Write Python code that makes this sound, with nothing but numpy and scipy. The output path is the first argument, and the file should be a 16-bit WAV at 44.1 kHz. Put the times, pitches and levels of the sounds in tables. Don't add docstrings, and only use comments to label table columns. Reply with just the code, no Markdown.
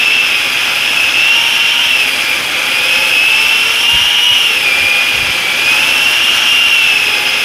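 import sys
import numpy as np
from scipy import signal
from scipy.fft import rfft, irfft
from scipy.io import wavfile
from scipy.ndimage import uniform_filter1d, minimum_filter1d

SR = 44100
rng = np.random.default_rng(int(sys.argv[2]) if len(sys.argv) > 2 else 0)


def materialize(psi):
    bounded = np.clip(np.atleast_2d(psi).T, -1, 1)
    quanta = np.round(bounded * 32767).astype(np.int16)
    wavfile.write(sys.argv[1], SR, quanta)


N = 328104
TIME = np.arange(N) / SR


def motor_whine(turns, level_db, gain_db=0.77, wobble=0.55, flutter_db=1.5, smear_db=-14):
    tone = amp(flutter_db * drift(45)) * np.sin(2 * np.pi * 6 * turns + wobble * drift(32))
    smear = amp(smear_db) * resonate(teeth(turns), 6 * turns, width_hz=55)
    return amp(level_db + gain_db) * unit(unit(tone) + smear)


def motor_whirr(turns, load, whine_db, free_db=-13, full_load_change_db=-7):
    # times_shaft_speed, width_hz, level_db
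    bands = [(6.0, 330, -12), (6.42, 320, -12), (6.35, 530, -10.5), (5.03, 64, -21)]
    # pitch_hz, level_db
    guard = [(1500, -10), (2050, 1), (2420, 0.5), (2560, 2.5), (2780, 6), (2940, -2), (3060, 4.5),
             (3180, 5.5), (3400, -13), (4000, -2)]
    level_db = free_db + full_load_change_db * load + 0.12 * swing(whine_db)
    return amp(level_db) * colour(rough_bands(turns, bands), guard)


def gear_case_whirr(turns, load, whine_db, treble_db, free_db=-26.5, full_load_change_db=-1.5):
    # times_shaft_speed, width_hz, level_db
    bands = [(11.85, 770, 0.5), (12, 46, -6)]
    # pitch_hz, level_db
    gear_case = [(3000, -32), (4400, -6), (4850, 4.5), (5250, 6), (5480, 2.5), (5576, 6.5), (5670, 1.5),
                 (5800, 4.5), (6050, 1.5), (7000, -5), (9000, -12)]
    level_db = free_db + full_load_change_db * load + 0.56 * swing(treble_db) + 0.04 * swing(whine_db)
    return amp(level_db) * colour(rough_bands(turns, bands), gear_case)


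def teeth(turns, bites_per_turn=0.548, fade_share=0.51, depth=0.6, uneven_db=2.5, chatter_db=1.0):
    passes = turns * bites_per_turn + 0.12 * drift(30)
    bite = np.exp(-(passes % 1) / fade_share) * amp(uneven_db * drift(220))
    return (1 + depth * bite) * amp(chatter_db * drift(44)) * rng.standard_normal(N)


def wood_cut(turns, load, rasp_gain_db=-1.42, trunk_db=-30.5):
    # time_s, level_db
    rasp_levels = [(0.0, -21), (1.2, -19), (1.62, -20.5), (3.1, -19.5), (3.38, -20), (4.16, -21),
                   (4.26, -22.5), (4.48, -20.5), (5.38, -20), (5.8, -17.5), (6.08, -18.5), (6.44, -17.5),
                   (6.52, -20), (7.42, -20.5)]
    # pitch_hz, level_db
    rasp_colour = [(450, -18), (700, -8), (850, -3.5), (1050, -6), (1200, -3.5), (1420, 2), (1540, 0),
                   (1680, 3.5), (1880, -5.5), (2400, -3.5), (4000, -10.5), (4400, -8.5), (6400, -9.5),
                   (8000, -25.5)]
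    # pitch_hz, level_db
    trunk_colour = [(20, -32), (45, -14), (70, -4), (115, -4), (165, -6), (205, -6.5), (265, 3.5),
                    (300, -3), (340, 1.5), (385, -5), (420, -1), (490, -2), (575, 1), (690, -4), (900, -5),
                    (1500, -22)]
    rasp_db = curve(rasp_levels)
    rasp = amp(rasp_db + rasp_gain_db) * colour(teeth(turns), rasp_colour)
    grumble_gain = amp(trunk_db + 0.98 * swing(rasp_db)) * load ** 0.21
    return rasp + grumble_gain * colour(teeth(turns), trunk_colour)


def housing_rattle(turns, load, free_db=-16, full_load_change_db=-2.86):
    # pitch_hz, level_db
    housing = [(1500, -35), (1950, -9), (2200, -5.5), (2400, -0.5), (2750, -3.5), (3000, -1), (3340, -3),
               (3550, -6), (3800, -12.5), (4500, -31)]
    return amp(free_db + full_load_change_db * load) * colour(teeth(turns), housing)


def bar_and_trunk_ring(turns, load, hollow_hz=525):
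    # pitch_hz, width_hz, level_db
    bar_notes = [(841, 49, -40.5), (1191, 14, -38), (1394, 65, -38), (2445, 22, -32.5), (2830, 24, -54),
                 (3310, 100, -25.5), (3970, 61, -40), (4054, 20, -39), (4366, 19, -43.5), (5240, 43, -37.5),
                 (10300, 70, -50)]
    # time_s, level_db
    hollow_levels = [(0, -64), (1.9, -47), (2.1, -41), (3.15, -31.5), (3.3, -52), (4.4, -43), (4.6, -36.5),
                     (5.5, -37), (6.1, -54), (7.44, -35)]
    jolts = teeth(turns)
    hollow = amp(curve(hollow_levels)) * resonate(jolts, hollow_hz * TIME, width_hz=28)
    bar = sum(amp(db) * resonate(jolts, hz * TIME, width_hz) for hz, width_hz, db in bar_notes)
    return hollow + load ** 0.047 * bar


def throb(turns, mains_hz=50, ripple=0.046, sharp_ripple=0.095, slap=0.17, slaps_per_turn=0.167):
    pull_phase = 2 * np.pi * 2 * mains_hz * TIME
    slaps = np.sin(2 * np.pi * slaps_per_turn * turns + drift(7.7))
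    return 1 + ripple * np.cos(pull_phase) + sharp_ripple * np.cos(2 * pull_phase) + slap * slaps


def hiss(turns, level_db, air_gain_db=-3.5, flicker_db=0.85):
    # pitch_hz, level_db
    air_colour = [(4000, -18), (6600, -5.5), (7300, -2.5), (8400, -0.5), (9600, 1), (10200, 2), (11300, 3),
                  (12300, -2), (13600, -5), (14450, -7), (14650, -10), (14900, -4), (15600, -3)]
    # times_shaft_speed, width_hz, level_db
    link_bands = [(24, 700, -15), (20.45, 710, -18.5)]
    air = amp(air_gain_db + flicker_db * drift(30)) * colour(rng.standard_normal(N), air_colour)
    sizzle = amp(0.8 * swing(level_db)) * rough_bands(turns, link_bands)
    return amp(level_db) * (air + sizzle)


def hum(turns, flutter_db=2.5, wobble=0.8, rotor_gain_db=-1.5):
    # times_shaft_speed, level_db
    gear_tones = [(1.755, -9), (2, 3), (3, -10), (5, 4), (12, -8)]
    # time_s, level_db
    gear_levels = [(0.0, -51), (1.2, -54), (1.32, -33.5), (2.76, -52.5), (3.0, -31.5), (3.24, -51),
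                   (3.36, -33.5), (3.72, -42), (3.84, -32.5), (4.32, -35.5), (4.56, -46), (4.8, -37.5),
                   (5.52, -46), (5.76, -36.5), (6.24, -44.1), (6.96, -41), (7.2, -33), (7.42, -39.5)]
    # time_s, level_db
    rotor_levels = [(0.0, -41), (0.6, -42), (1.08, -55), (1.2, -35), (1.44, -61), (1.92, -47), (2.04, -32),
                    (2.28, -52.7), (3.6, -35.5), (4.32, -47), (4.56, -34), (5.16, -46), (5.64, -44),
                    (6.84, -47), (6.96, -37), (7.42, -34)]

    def tone(multiple):
        flutter = amp(flutter_db * drift(3.7))
        return unit(flutter * np.sin(2 * np.pi * multiple * turns + wobble * drift(17)))

    gears = sum(amp(db) * tone(multiple) for multiple, db in gear_tones)
    rotor = amp(curve(rotor_levels) + rotor_gain_db) * tone(0.99)
    return rotor + amp(curve(gear_levels)) * gears


def air_puffs():
    # middle_s, spread_s, level_db
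    gusts = [(3.467, .012, -38), (3.948, .012, -22), (4.028, 0.023, -32), (4.32, 0.019, -33),
             (4.778, 0.02, -34), (4.849, 0.018, -32), (5.16, .02, -33), (5.221, 0.024, -28),
             (5.295, 0.017, -28.5)]
    # pitch_hz, level_db
    gust_colour = [(15, -21), (45, 1.5), (110, 3), (165, -2.5), (240, -8), (400, -28), (1500, -70)]
    air = colour(rng.standard_normal(N), gust_colour)
    thumps = np.zeros(N)
    for middle_s, spread_s, db in gusts:
        swell = np.exp(-0.5 * ((TIME - middle_s) / spread_s) ** 2)
        strength = np.sqrt(np.sum((air * swell) ** 2) / np.sum(swell ** 2))
        thumps += amp(db) * air * swell / strength
    return thumps


def tin_roof(sound, fade_s=0.18, echo_db=-12, echoes_per_s=1500):
    delay_s = np.arange(SR // 2) / SR
    bounces = rng.choice([-1, 1], len(delay_s)) * (rng.random(len(delay_s)) < echoes_per_s / SR)
    bounces = bounces * (delay_s > 0.004) * amp(-60 * delay_s / fade_s)
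    echoes = signal.fftconvolve(sound, bounces / np.linalg.norm(bounces))[:N]
    return (sound + amp(echo_db) * echoes) / np.sqrt(1 + amp(echo_db) ** 2)


def rough_bands(turns, bands):
    return sum(amp(db) * resonate(teeth(turns), multiple * turns, width_hz)
               for multiple, width_hz, db in bands)


def resonate(sound, cycles, width_hz):
    spin = np.exp(2j * np.pi * cycles)
    decay = np.exp(-1.5 * np.pi * width_hz / SR)
    ringing = signal.lfilter([1], [1, -2 * decay, decay * decay], sound / spin)
    return unit((spin * ringing).real)


def colour(sound, points):
    hz, db = np.transpose(points)
    pitches_hz = np.fft.rfftfreq(N, 1 / SR)
    gain_db = np.interp(np.log(pitches_hz + 1), np.log(hz), db, right=-90)
    return unit(irfft(rfft(sound) * amp(gain_db), N))


def drift(limit_hz):
    rates_hz = np.fft.rfftfreq(N, 1 / SR)
    return unit(irfft(rfft(rng.standard_normal(N)) / (1 + (rates_hz / limit_hz) ** 4), N))


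def curve(table):
    return np.interp(TIME, *np.transpose(table))


def swing(level_db):
    return level_db - level_db.mean()


def amp(db):
    return 10 ** (np.asarray(db) / 20)


def unit(sound):
    return sound / np.sqrt(np.mean(abs(sound) ** 2) + 1e-20)


def scene(free_hz=499, hardest_push_hz=362):
    # time_s, speed_hz
    shaft_speeds = [(0.0, 439), (0.2, 443.6), (0.51, 403), (0.9, 434.8), (1.13, 428.6), (1.36, 465.4),
                    (1.67, 458), (1.83, 473.8), (2.0, 435), (2.15, 396.3), (2.32, 399.4), (2.5, 374),
                    (2.9, 425.3), (3.19, 429.8), (3.9, 468.8), (4.1, 475.4), (4.33, 486.3), (4.5, 463.7),
                    (4.6, 419.6), (4.72, 395), (4.94, 406.3), (5.2, 407.2), (5.51, 380.0), (5.7, 417.0),
                    (5.9, 446.0), (6.3, 469.8), (6.7, 463.0), (6.9, 438.6), (7.22, 416.5), (7.44, 425)]
    # time_s, level_db
    whine_levels = [(0.0, -15), (0.2, -14), (0.42, -22.5), (0.8, -27.5), (1.04, -14.9), (1.1, -20),
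                    (1.3, -8), (1.5, -21), (1.6, -14), (1.84, -22), (1.9, -13.7), (2.18, -24.5),
                    (2.34, -17), (2.42, -32), (2.94, -14.5), (3.0, -16), (3.08, -19.5), (3.18, -10.6),
                    (3.82, -18.5), (3.88, -12.5), (4.14, -16.3), (4.28, -10.5), (4.6, -22), (4.66, -15.5),
                    (5.0, -14.5), (5.3, -24), (5.6, -21), (5.72, -12.5), (5.82, -18.5), (6.3, -12.7),
                    (6.42, -23), (6.48, -12), (6.8, -12), (7.42, -25.6)]
    # time_s, level_db
    treble_levels = [(0.0, -27.8), (1.34, -26.5), (1.44, -26.3), (1.72, -28.0), (2.12, -25.5),
                     (2.54, -27.4), (3.08, -24.5), (3.24, -25.5), (3.42, -24.5), (4.3, -26.5),
                     (4.36, -25.5), (5.54, -27.5), (5.74, -24), (7.42, -27.5)]
    speed_hz, whine_db, treble_db = curve(shaft_speeds), curve(whine_levels), curve(treble_levels)
    load = np.clip((free_hz - speed_hz) / (free_hz - hardest_push_hz), 0.02, 1)
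    turns = np.cumsum(speed_hz) / SR
    pulsing = throb(turns)
    whirr = motor_whirr(turns, load, whine_db) + gear_case_whirr(turns, load, whine_db, treble_db)
    cutting = wood_cut(turns, load) + housing_rattle(turns, load) + bar_and_trunk_ring(turns, load)
    saw = tin_roof(pulsing * whirr + cutting + hiss(turns, treble_db))
    return (saw + pulsing * motor_whine(turns, whine_db) + hum(turns) + air_puffs())[None]


def record(dry, ceiling=0.91, hold_s=0.0043, low_cut_hz=38, high_cut_hz=15600):
    heard = signal.sosfilt(signal.butter(2, low_cut_hz, "high", fs=SR, output="sos"), dry)
    hold_samples = int(hold_s * SR)
    gain = np.minimum(1, ceiling / (abs(heard[0]) + 1e-9))
    smooth_gain = uniform_filter1d(minimum_filter1d(gain, hold_samples), hold_samples)
    treble_cut = signal.firwin(1023, high_cut_hz, window=("kaiser", 9), fs=SR)
    return signal.oaconvolve(heard * smooth_gain, treble_cut[None], "same")


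dry = scene()
out = record(dry)
materialize(out)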